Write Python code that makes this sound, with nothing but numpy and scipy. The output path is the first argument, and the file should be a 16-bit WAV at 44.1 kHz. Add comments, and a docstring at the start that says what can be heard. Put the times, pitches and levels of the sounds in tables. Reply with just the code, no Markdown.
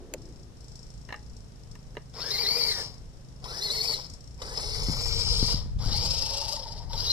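"""A toy electric truck spins its wheels through loose sand in five bursts and ends on a mound, wheels racing.
Its meshing gears are sums of swept overtones, narrow-band rasp and rattle that follow the motor's speed.
Coloured noise makes the tyres' scrub, slap and spray; delay and diffuse echoes place the truck outdoors.
Near at hand a camera's lens drive ticks and its plastic case clicks, as impulses exciting resonances.
Wind buffets the two microphone ports and the garden adds a steady hush, both from coloured noise."""
import sys
import numpy as np
from scipy import signal
from scipy.fft import rfft, irfft, next_fast_len
from scipy.io import wavfile
from scipy.ndimage import uniform_filter1d, map_coordinates

SR = 44100
rng = np.random.default_rng(int(sys.argv[2]) if len(sys.argv) > 2 else 0)


def to_wav(s):
    """Save 16-bit WAV."""
    ch = np.atleast_2d(s).T  # columns
    pcm = np.round(np.clip(ch, -1, 1) * 32767)  # PCM
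    wavfile.write(sys.argv[1], SR, pcm.astype(np.int16))


N = 313992

# All levels in dB are relative: the functions add their own trims.

# The truck's five runs. Each row: throttle on in seconds, throttle off in seconds, slowing time constant
# in seconds, swell in dB per second, then drive, tyre scrub, sand spray and low gear note in dB.
RUNS = [(2.132, 2.837, 0.27, 3, -27.5, -45.5, -81, -45), (3.418, 3.999, 0.28, 5, -31.5, -45.5, -43, -46.5),
        (4.38, 5.582, 0.19, 6, -37.5, -45, -42, -53), (5.781, 6.822, .6, -12.5, -31, -43, -42.5, -47),
        (6.89, 7.118, 0.4, -12, -25, -45, -57, -52)]
# Motor speed under throttle, sagging where the tyres bite; one curve a run.
# Each row of a curve: time in seconds, gear mesh rate in Hz.
CRUISE = [
    [(2.25, 1658), (2.3, 1834), (2.32, 2088), (2.345, 2165), (2.375, 1983), (2.399, 2311), (2.42, 2382),
     (2.455, 1960), (2.495, 2234), (2.53, 2238), (2.585, 2449), (2.615, 2255), (2.675, 2314), (2.745, 1885),
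     (2.82, 1754)],
    [(3.485, 1338), (3.52, 1396), (3.55, 1710), (3.605, 1862), (3.63, 2132), (3.662, 2153), (3.698, 1916),
     (3.722, 2198), (3.806, 2128), (3.86, 2445), (3.885, 2230), (3.915, 2270), (3.942, 2127)],
    [(4.455, 1467), (4.515, 1717), (4.6, 2127), (4.74, 2196), (4.82, 2290), (4.87, 2194), (5.03, 2398),
     (5.12, 2311), (5.28, 2370), (5.37, 2384), (5.43, 2180), (5.48, 2290), (5.525, 2340)],
    [(5.945, 2140), (6.01, 2359), (6.1, 2622), (6.56, 2875)],
    [(6.998, 1503), (7.04, 1745), (7.065, 1942), (7.093, 1970), (7.107, 2120)],
]
# How long the motor strains before it picks up. One value a run, in seconds.
STALL_S = [.027, .025, .015, .015, .048]
# How clearly the teeth sing, the harder they are pressed together. One value a run: whine re rattle in dB.
GRIP_DB = [7, 6, -11, -4, 6]
# Free wheelspin. Each row: time in seconds, share from 0 to 1.
SPIN = [(5.7, 0), (6.1, 0.7), (6.8, 1), (7, 0.29)]
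# Overtones of the whine. Each row: multiple of the mesh rate, level in dB.
OVERTONES = [(2, 6), (3, 3.5), (4, -2), (5, -9), (6, -6)]
# How well the housing radiates an overtone sweeping past. Each row: frequency in Hz, gain in dB.
HOUSING_GAIN = [(2400, -26), (3650, -26), (3930, -10), (4200, -7), (4600, -8), (4900, -9.5), (5500, -6),
                (6200, -20), (7500, -35), (9000, -17), (11500, -34), (13500, -20)]
# High housing resonances set buzzing by hard-pressed teeth.
# Each row: frequency in Hz, width in Hz, level in dB.
BUZZ_MODES = [(6740, 500, 1), (8980, 370, 2.5), (10650, 800, -4.5), (13100, 1100, 0)]
# Colour of the gearbox rattle. Each row: frequency in Hz, level in dB.
GEARBOX_COLOUR = [(820, -41), (1400, -9), (1600, -69), (2260, -3.5), (2560, -19), (2830, -6.5),
                  (3540, -4.5), (4600, 4.5), (5380, 12), (5990, -8), (6410, -7), (10400, -19), (12000, -24),
                  (13700, -21), (14400, -30)]
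# Colour of tyres scrubbing the ground. Each row: frequency in Hz, level in dB.
SCRUB_COLOUR = [(190, -6.5), (330, -10.5), (442, 3.5), (615, -3.5), (983, -2.5), (1460, -11), (1730, -18.5),
                (1900, -9.5), (2470, -17), (4180, -120)]
# Colour of tyres slapping the ground. Each row: frequency in Hz, level in dB.
SLAP_COLOUR = [(240, -42), (400, -34), (576, 3.5), (706, -0.5), (896, 4), (1080, -15), (1600, -20),
               (2080, -11), (3520, -120)]
# Colour of the flung sand. Each row: frequency in Hz, level in dB.
SPRAY_COLOUR = [(2500, -22), (5000, 10.5), (7500, 9.5), (10000, 4), (12500, 0), (14400, -51)]
# Racing tyres slap the mound. Each row: time in seconds, level in dB.
MOUND_SLAPS = [(5.947, -37.5), (6.04, -41), (6.241, -45), (6.274, -43), (6.318, -39), (6.351, -41),
               (6.424, -36), (6.462, -45), (6.499, -39), (6.576, -40.5), (6.601, -44), (6.665, -39.5),
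               (6.708, -45), (6.765, -46), (6.808, -45), (6.909, -42.5), (6.947, -37)]
# The drive train takes up its slack. Each row: time in seconds, level in dB.
SLACK_CLACKS = [(2.139, -50), (3.442, -40), (4.418, -37), (5.79, -50), (6.932, -38)]
# Change of the truck's colour on the mound. Each row: frequency in Hz, gain in dB.
MOUND_COLOUR = [(1000, -1), (1500, -0.5), (2200, -6), (2900, 3), (3700, 5), (4400, 4), (5300, 2.5),
                (7000, 1), (13000, -0.5)]
# The truck's bearing. Each row: time in seconds, delay of the left port behind the right in samples.
BEARING = [(2.1, 1.9), (2.6, 3.6), (3.3, 8.55), (4.2, 11.06), (4.75, 8.84), (5.25, 5.5), (5.7, 2.64),
           (7.1, 2.87)]
# Moves of the lens drive. Each row: start in seconds, end in seconds, step in seconds,
# first tick in dB, following ticks in dB, ring re tick in dB.
LENS_MOVES = [(0.181, 0.2, .0355, -41, -41, 0), (0.219, 0.45, .0352, -37, -40, 0),
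              (0.569, 0.66, .0372, -41, -37.5, 0), (0.682, 0.74, .037, -35, -37.5, 0),
              (0.7558, 1.18, .0368, -30.5, -39, -2), (1.193, 1.35, .035, -44, -43, -2),
              (1.367, 1.7, .0382, -36, -44.5, -1), (1.714, 2.93, .0382, -35, -45.5, 0),
              (2.942, 4.05, .0382, -38, -45, 0), (4.062, 4.15, .037, -35, -31, 5),
              (4.207, 4.38, .0342, -37, -39.5, 5)]
# Colour of a tick, shared by the clacks. Each row: frequency in Hz, level in dB.
TICK_COLOUR = [(1470, -55), (2500, -52), (3160, -22), (5000, -3.5), (5400, 4.5), (5930, -9), (8440, -9.5),
               (9480, -41), (10400, -19), (14400, -42)]
# Plastic clicks. Each row: time in seconds, then body, low knock, bright snap and lingering ring in dB.
CLICKS = [(0.1378, -47, -37, -19.5, -80), (0.1447, -62, -35.5, -47, -80), (1.09, -27, -53, -50, -62),
          (1.105, -29, -53, -55, -56), (1.125, -18.5, -54, -42, -56), (1.142, -24, -46, -44, -57),
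          (1.754, -35, -69, -43, -80), (1.952, -40, -51, -51, -80), (1.969, -22, -35.5, -47, -63)]
# The plastic's resonances. Each row: frequency in Hz, width in Hz, level in dB.
PLASTIC_MODES = [(650, 350, -9), (970, 90, -5), (1200, 90, -9), (1770, 240, -3), (2780, 200, -10),
                 (4200, 350, 2)]
# The hard shell's bright resonances. Each row: frequency in Hz, width in Hz, level in dB.
SHELL_MODES = [(2600, 450, 2), (4020, 90, -9), (4650, 500, -7), (6500, 600, 2), (11500, 4000, -14)]
# Fingers settling on the case. Each row: time in seconds, rub in dB.
FINGERS = [(0, -47.5), (.2, -52.5), (.45, -58.5), (.6, -81)]
# A calm, then gusts. Each row: time in seconds, wind buffet in dB.
WIND_LEVEL = [(0, -57), (4.35, -55), (4.85, -40), (5.9, -37), (6.6, -51.5), (7.0, -42.5)]
# Colour of the wind buffet. Each row: frequency in Hz, level in dB.
BUFFET_COLOUR = [(12, -5), (20, 5), (49, 2.5), (129, -4), (325, -32.5), (450, -45), (580, -61), (990, -120)]
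# Dull bumps on the microphone. Each row: time in seconds, level in dB.
BUMPS = [(4.886, -21.5), (4.897, -23), (5.178, -38), (5.428, -17.5), (5.543, -27.5), (5.66, -35.5),
         (5.861, -31.5), (5.919, -29), (6.041, -35)]
# Colour of the garden's hush. Each row: frequency in Hz, level in dB.
AIR_COLOUR = [(12, -47), (20, 1.5), (130, -5.5), (252, -8.5), (305, -16), (474, -12), (559, -16.5),
              (2340, -32.5), (4660, -32), (5350, -29), (10600, -41), (14400, -51)]
# Likeness of the hush at the two ports. Each row: frequency in Hz, left-right correlation.
AIR_ALIKE = [(60, 1), (140, 1), (300, 0.6), (700, 0.00074), (1500, 0)]
# The ports resonate differently. Each row: frequency in Hz, left minus right in dB.
PORTS = [(500, -0.5), (3600, 1.5), (4200, 1.5), (4800, 18), (5450, 10), (6200, 7), (7500, -4.5),
         (9300, 4.5), (12300, -1), (14000, -9)]

START_HZ, FULL_HZ = 743.5, 2305  # gear mesh rate as the truck jerks off, and the reference for full speed
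BITE_HZ, BITE_WIDTH_HZ = 1935, 40  # above this mesh rate the gears dig in and sing
BITE_DRIVE_DB, BITE_WHINE_DB, BITE_SPRAY_DB = 3, 5, 3.5  # what each sound lacks below it
DRIVE_SLOPE_DB, SCRUB_SLOPE_DB, SPRAY_SLOPE_DB = 7, 2, 6  # growth with motor speed, dB per octave
GEAR_ATTACK_S, TYRE_ATTACK_S = 0.026, 0.023
GEAR_RELEASE_DB, TYRE_RELEASE_DB = 160, 100  # decay after the throttle is let go, dB per second
EASE_DB, EASE_S = 5, 0.014  # the gears unload as the motor starts to slow
COAST_DB, SLIP_DB = 11, 11  # whine lost when the motor coasts, and when the wheels spin free
RASP_DB, RATTLE_DB = -8.5, -1.5
RASP_RATE = 260  # knots per second per overtone number; more knots widen the rasp
CLEAR_HZ = 5900  # overtones above this lose their clear pitch
THROB_DB = 4.2  # swing of the throb at full wheelspin
SLAP_S = 0.0066  # time constant of a slap's bell-shaped envelope
TYRE_HZ, TYRE_RISE_HZ_PER_S = 871, 40  # the hollow tyre's note climbs as it stretches
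CLIMB_AT_S, CLIMB_S = 5.07, 0.21  # start and length of the climb onto the mound
LENS_FADE_DB = 5  # softening of the ticks through a move, dB per second
RING_HZ, RING_T60 = 838, 0.3  # the case's lingering mode, and its decay in seconds
TOP_HZ = 14350  # band limit


def amp(db):
    """Level law: decibels to amplitude gain."""
    return 10 ** (np.asarray(db) / 20)


def unit(x):
    """Power normalisation: scale to rms 1."""
    return x / np.sqrt(np.mean(x ** 2) + 1e-20)


def along(points, hz):
    """Logarithmic frequency scale: interpolate (Hz, value) points along it."""
    f, v = np.transpose(points)
    return np.interp(np.log(hz + 1), np.log(f + 1), v)


def curves(rows):
    """Linear interpolation: one value per sample for each column after the time."""
    s, *cols = np.transpose(rows)
    return [np.interp(np.arange(N) / SR, s, c) for c in cols]


def wobble(rate):
    """Band-limited fluctuation: a smooth random curve with rate knots a second."""
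    knots = rng.standard_normal(int(N * rate / SR) + 4)
    return map_coordinates(knots, [np.arange(N) * rate / SR])


def filtered(x, response):
    """Linear filtering: multiply the spectrum of x by a function of frequency."""
    m = next_fast_len(N + SR // 2)
    return irfft(rfft(x, m) * response(np.fft.rfftfreq(m, 1 / SR)), m)[..., :N]


def coloured(x, spectrum):
    """Spectral shaping: x with a (Hz, dB) colour, at rms 1."""
    return unit(filtered(x, lambda hz: amp(along(spectrum, hz))))


def noise(spectrum):
    """Random excitation: coloured noise of rms 1."""
    return coloured(rng.standard_normal(N), spectrum)


def ringing(x, modes):
    """Modal superposition: x through parallel (Hz, width in Hz, dB) resonances."""
    def response(f):
        return sum(amp(db) * 1j * f * width / (centre * centre - f * f + 1j * f * width)
                   for centre, width, db in modes)
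    return filtered(x, response)


def bursts(times, levels_db, t60):
    """Exponential damping: jump at each time, then lose 60 dB in t60 seconds."""
    positions = np.clip(np.asarray(times) * SR, 0, N - 1).astype(int)
    hits = np.bincount(positions, amp(levels_db), N)
    return signal.lfilter([1], [1, -amp(-60 / (t60 * SR))], hits)


def diffuse_tail(t, t60):
    """Diffuse reflection: decaying noise, independent at each port."""
    return rng.standard_normal((2, len(t))) * amp(-60 * t / t60)


def scattered_by(x, tail):
    """Convolution with an echo tail of unit energy at each port."""
    tail = tail / np.linalg.norm(tail, axis=1, keepdims=True)
    return signal.fftconvolve(x[None], tail, axes=1)[:, :N]


def gears(jitter=.012, flutter_db=3.3, note_db=-1, shaft_db=-18.5, knock=0.36, chatter_db=1.5, buzz_db=-19):
    """Gear meshing: tooth contacts whine and rasp, and backlash rattles once a turn of the five-tooth pinion."""
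    mesh_hz, level, grip, note = gear_controls()
    # play between the teeth scatters their timing, which blurs the high overtones into hiss
    slop = .17 * wobble(1400)
    # lightly pressed teeth run less evenly, so the whine breaks into strands
    uneven = jitter * np.clip(amp(-.7 * grip), .7, 2.2)
    mesh = 2 * np.pi * np.cumsum(mesh_hz * (1 + uneven * wobble(200))) / SR + slop
    shaft = mesh / 5
    # an off-centre pinion presses harder once a turn, which puts sidebands on the whine
    press = 1 + knock * np.cos(shaft)
    # a labouring motor makes the whine stutter
    stutter_db = 3.5 * below_speed(mesh_hz)

    def partial(k):
        """Amplitude modulation: a clear overtone that flutters, stutters and follows the press."""
        tone = unit(np.sin(k * mesh) * press * amp(flutter_db * wobble(130)))
        return tone * amp(stutter_db * (wobble(70) - 1.0))

    def rasp(k, rate):
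        """Narrow-band noise: gritty teeth smear an overtone into a band that follows the motor."""
        return unit(np.sin(k * mesh) * wobble(rate) + np.cos(k * mesh) * wobble(rate))

    whine = np.zeros(N)
    for k, db in OVERTONES:
        clear = 1 / (1 + (k * mesh_hz / CLEAR_HZ) ** 12)
        singing = amp(grip) * clear * partial(k)
        rough = amp(RASP_DB + grip / 2) * rasp(k, k * RASP_RATE)
        whine += amp(db + along(HOUSING_GAIN, k * mesh_hz)) * (singing + rough)

    backlash = coloured(rng.standard_normal(N) * press * amp(chatter_db * wobble(300)), GEARBOX_COLOUR)
    rattle = amp(RATTLE_DB) * backlash * wheel_throb()
    buzz = ringing(rng.standard_normal(N) * press, BUZZ_MODES)
    buzz = amp(buzz_db + grip) * unit(filtered(buzz, lambda hz: hz > CLEAR_HZ))
    drive = amp(level) * (whine + buzz + rattle) / np.sqrt(1 + amp(grip) ** 2)

    # the rotor's imbalance hums at the shaft rate and its octave, growing steeply with speed
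    hum = np.sin(shaft) + .25 * np.sin(2 * shaft)
    hum = unit(hum * amp(flutter_db * wobble(50)) * (1 + curves(SPIN)[0] * wobble(120)))
    hum = hum * np.clip(mesh_hz / 2100, 0, 1) ** 6
    # the low note, at the mesh rate itself, grows raspier with speed
    roughness = .9 * np.clip(mesh_hz / FULL_HZ, 0, 1) ** 2
    low = unit(partial(1) + roughness * rasp(0.95, 2 * RASP_RATE))
    return drive + amp(note + note_db) * low + amp(.5 * (level - 25.5) + shaft_db) * hum


def gear_controls():
    """Load and speed dependence: mesh rate in Hz, then drive, whine re rattle and low note in dB."""
    mesh_hz, eased = motor()
    spin, = curves(SPIN)
    age, released, swell, drive, _, _, note, grip = current_run()
    octaves = np.log2(mesh_hz / FULL_HZ)
    slow = below_speed(mesh_hz)
    attack = 20 * np.log10(1 - np.exp(-age / GEAR_ATTACK_S) + 1e-6)
    gate = attack - GEAR_RELEASE_DB * released - EASE_DB * eased
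    drive_db = drive + swell * age + DRIVE_SLOPE_DB * octaves - BITE_DRIVE_DB * slow + gate
    whine_db = grip - BITE_WHINE_DB * slow - SLIP_DB * spin ** 4 - COAST_DB * eased
    note_db = note - COAST_DB * eased - SLIP_DB * spin + gate
    return mesh_hz, drive_db, whine_db, note_db


def motor():
    """Kinetic energy: steady power raises speed squared, then friction slows it; also throttle easing (0-1)."""
    t = np.arange(N) / SR
    mesh_hz, eased = np.full(N, float(START_HZ)), np.zeros(N)
    for (on, _, slowing_s, *_), stall_s, cruise in zip(RUNS, STALL_S, CRUISE):
        s, hz = np.transpose(cruise)
        energy = np.interp(t, [on + stall_s, s[0]], [0, 1])
        since = np.maximum(t - s[-1], 0)  # coasting begins at the end of the curve
        driven = np.sqrt(START_HZ ** 2 * (1 - energy) + np.interp(t, s, hz) ** 2 * energy)
        mesh_hz = np.where(t > on, driven * np.exp(-since / slowing_s), mesh_hz)
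        eased = np.where(t > on, 1 - np.exp(-since / EASE_S), eased)
    return mesh_hz, eased


def current_run():
    """Throttle timing: seconds since it opened and since it closed, then the run's swell, levels and grip."""
    t = np.arange(N) / SR
    rows = np.column_stack([RUNS, GRIP_DB])
    latest = np.maximum(np.searchsorted(rows[:, 0], t) - 1, 0)
    on, off, _, *levels = rows[latest].T
    return np.maximum(t - on, 0), np.maximum(t - off, 0), *levels


def below_speed(mesh_hz):
    """Smooth threshold: 1 while the motor labours, falling to 0 past the speed at which the gears sing."""
    return (1 - np.tanh((mesh_hz - BITE_HZ) / BITE_WIDTH_HZ)) / 2


def wheel_throb():
    """Periodic modulation: freely spinning wheels, geared far down, bite the sand twice a turn."""
    mesh_hz, _ = motor()
    spin, = curves(SPIN)
    turns = np.cumsum(mesh_hz) / SR / 208  # tooth contacts per wheel turn
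    return unit(amp(THROB_DB * spin * np.cos(4 * np.pi * turns)))


def sand(scrub_db=1.5, slap_db=-6.0, spray_db=-5, grain_db=4):
    """Frictional and impact noise: tyres scrub the ground, slap it when spinning free, and fling grains."""
    tyre, spray = tyre_controls()
    spin = np.clip(curves(SPIN)[0], 0, 1)
    scrub = amp(scrub_db) * unit(noise(SCRUB_COLOUR) * amp(2.34 * wobble(70)))
    slap = amp(slap_db) * noise(SLAP_COLOUR) * wheel_throb()
    contact = np.sqrt(1 - spin) * scrub + np.sqrt(spin) * slap
    graininess = amp(grain_db * wobble(2500) + 2.6 * wobble(60))
    grains = coloured(rng.standard_normal(N) * graininess, SPRAY_COLOUR)
    return amp(tyre) * contact + amp(spray + spray_db) * grains * wheel_throb()


def tyre_controls(scrub_ease_db=3, spray_ease_db=14):
    """Speed dependence of scrub and spray in dB: as the motor eases, spray falls much further than scrub."""
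    mesh_hz, eased = motor()
    age, released, _, _, scrub, spray, *_ = current_run()
    octaves = np.log2(mesh_hz / FULL_HZ)
    gate = 20 * np.log10(1 - np.exp(-age / TYRE_ATTACK_S) + 1e-6) - TYRE_RELEASE_DB * released
    scrub = scrub + SCRUB_SLOPE_DB * octaves - scrub_ease_db * eased + gate
    spray = spray + SPRAY_SLOPE_DB * octaves - BITE_SPRAY_DB * below_speed(mesh_hz) - spray_ease_db * eased + gate
    return scrub, spray


def slaps(level_db=0, skin_db=-7):
    """Cavity resonance: each slap of a tyre on the mound sounds its hollow note and a puff of noise."""
    t = np.arange(N) / SR
    contact = sum(amp(db) * np.exp(-.5 * ((t - s) / SLAP_S) ** 2) for s, db in MOUND_SLAPS)
    note_hz = TYRE_HZ + TYRE_RISE_HZ_PER_S * (t - MOUND_SLAPS[0][0]) + 28 * wobble(120)
    hollow = unit(np.sin(2 * np.pi * np.cumsum(note_hz) / SR))
    return amp(level_db) * contact * (hollow + amp(skin_db) * noise(SLAP_COLOUR))


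def clacks(knock_db=-2, snap_db=0):
    """Impact of backlash: the drive train takes up its slack with a clack at the start of each run."""
    s, peak = np.transpose(SLACK_CLACKS)
    snap, knock = bursts(s, peak, t60=0.06), bursts(s, peak, t60=0.12)
    resonance = unit(ringing(rng.standard_normal(N), [(3810, 500, 0)]))
    teeth = unit(noise(TICK_COLOUR) + resonance)
    return amp(snap_db) * teeth * snap + amp(knock_db) * noise(SCRUB_COLOUR) * knock


def on_mound(x):
    """Radiation: the colour changes as the truck climbs the mound and bares its underside."""
    climbed = np.clip((np.arange(N) / SR - CLIMB_AT_S) / CLIMB_S, 0, 1)
    return (1 - climbed) * x + climbed * filtered(x, lambda hz: amp(along(MOUND_COLOUR, hz)))


def outdoors(x):
    """Arrival-time difference and scattering: sound reaches the ports in turn; the ground scatters treble."""
    scatter_db, t60 = -5.5, .04
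    lag, = curves(BEARING)
    direct = np.array([map_coordinates(x, [np.arange(N) - side * lag / 2], order=5) for side in (1, -1)])
    tail = diffuse_tail(np.arange(SR // 10) / SR, t60)
    scattered = filtered(scattered_by(x, tail), lambda hz: hz / (hz + 700))
    # the scattered paths keep changing as the truck moves
    return direct + amp(scatter_db) * scattered * np.array([wobble(45), wobble(45)])


def trees(x, echo_db=-11, t60=0.4):
    """Diffuse reflection: trunks and fence return a faint echo, different at each port."""
    t = np.arange(SR // 3) / SR
    tail = diffuse_tail(t, t60) * np.clip(t / 0.0096, 0, 1)  # the echo builds up gradually
    return amp(echo_db) * filtered(scattered_by(x, tail), lambda hz: hz / (hz + 900))


def lens_drive(tick_db=-11, ring_db=4.5, thud_db=-51.0, scatter_db=2.0, right_db=0.5):
    """Repeated impact: each step, about 27 a second, gives a tick, a short ring and a thud in the case."""
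    times, levels, rings = [], [], []
    for start, end, step_s, first_db, later_db, sings_db in LENS_MOVES:
        age = np.arange(step_s, end - start, step_s)
        later = later_db - LENS_FADE_DB * age + scatter_db * rng.standard_normal(len(age))
        times = np.concatenate([times, [start], start + age])
        levels = np.concatenate([levels, [first_db], later])
        rings = np.concatenate([rings, np.full(len(age) + 1, sings_db)])
    # a short contact and a weak long tail, their onsets rounded over 130 samples
    strike = bursts(times, levels + tick_db, t60=0.014) + bursts(times, levels - 23.0, t60=0.23)
    strike = uniform_filter1d(strike, size=130)
    ring_level = uniform_filter1d(bursts(times, levels + rings + ring_db, t60=0.028), size=130)
    ring = ringing(rng.standard_normal((2, N)) * ring_level, [(5450, 170, 0)])
    thud = ringing(bursts(times, np.zeros(len(times)), t60=0.013), [(57.8, 5.2, 0), (125.7, 24.0, 1)])
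    ticks = strike * np.array([noise(TICK_COLOUR), noise(TICK_COLOUR)])
    return (ticks + ring) * amp([[-right_db], [right_db]]) + amp(thud_db) * unit(thud)


def clicks(body_db=5, knock_db=4, snap_db=-1, dull_hz=3250):
    """Modal excitation: plastic parts snap, ring hollow and knock low; fingers rub the case at first."""
    s, peak, knock, snap, linger = np.transpose(CLICKS)

    def partly_shared():
        """Partial coherence: noise with a part common to both ports."""
        return rng.standard_normal((2, N)) + rng.standard_normal(N)

    blows = partly_shared() * (bursts(s, peak + body_db, t60=0.029) + bursts(s, peak - 15, t60=0.2))
    body = filtered(ringing(blows, PLASTIC_MODES), lambda hz: 1 / (1 + (hz / dull_hz) ** 10))
    case = unit(ringing(ringing(rng.standard_normal(N), [(403, 57, 0)]), [(565, 136, 0)]))
    knocks = case * bursts(s, knock + knock_db, t60=0.04)
    friction = unit(ringing(ringing(rng.standard_normal(N), [(320, 140, 0)]), [(318, 450, 0)]))
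    rub = amp(curves(FINGERS)[0]) * friction
    snaps = ringing(partly_shared() * bursts(s, snap + snap_db, t60=0.015), SHELL_MODES)
    ring = np.sin(2 * np.pi * RING_HZ * np.arange(N) / SR) * bursts(s, linger, t60=RING_T60)
    return body + ring + knocks + rub + snaps


def wind(buffet_db=8.5, lumps_db=3, bump_db=8.5, tumble_db=-13):
    """Turbulent pressure: gusts buffet the ports partly alike, the left one more; dull bumps rumble on."""
    level, = curves(WIND_LEVEL)
    shared = noise(BUFFET_COLOUR)
    ports = np.array([unit((noise(BUFFET_COLOUR) + .7 * shared) * amp(lumps_db * wobble(22)))
                      for _ in range(2)])
    s, peak = np.transpose(BUMPS)
    bumps = ringing(bursts(s, peak + bump_db, t60=0.04), [(134.7, 115.0, 0.57), (221.8, 83.5, -0.84)])
    rumble = unit(ringing(noise(BUFFET_COLOUR), [(190, 140, 0)]))
    tumble = rumble * bursts(s, peak + tumble_db, t60=0.45)
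    return amp(level + buffet_db) * ports * amp([[2], [-1.5]]) + (bumps + tumble) * amp([[3], [-5]])


def air(level_db=-51):
    """Spatial coherence: the garden's steady hush is alike at both ports in the bass."""
    def turn(hz):
        """Mixing angle whose double has the wanted correlation as its cosine."""
        return np.arccos(np.clip(along(AIR_ALIKE, hz), -1, 1)) / 2

    mid = filtered(noise(AIR_COLOUR), lambda hz: np.cos(turn(hz)))
    side = filtered(noise(AIR_COLOUR), lambda hz: np.sin(turn(hz)))
    return amp(level_db + 0.18 * wobble(8.0)) * np.array([mid + side, mid - side])


def scene():
    """Superposition: the truck in the garden, the camera's own small noises, wind and air."""
    truck = on_mound(gears() + sand() + slaps() + clacks())
    return outdoors(truck) + trees(truck) + lens_drive() + clicks() + wind() + air()


def record(dry):
    """Port resonance: each port colours the treble in its own way, and nothing passes the band limit."""
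    def response(hz):
        """Left and right gains: the ports' balance, then a gentle treble lift common to both."""
        ratio = amp(along(PORTS, hz))
        balance = np.array([ratio, np.ones_like(hz)]) * np.sqrt(2 / (1 + ratio ** 2))
        lift = amp(along([(1000, -1), (4500, 2.0), (14000, 0.5)], hz))  # Hz, dB
        return balance * (hz < TOP_HZ) * lift
    return filtered(dry, response)


dry = scene()
out = record(dry)
to_wav(out)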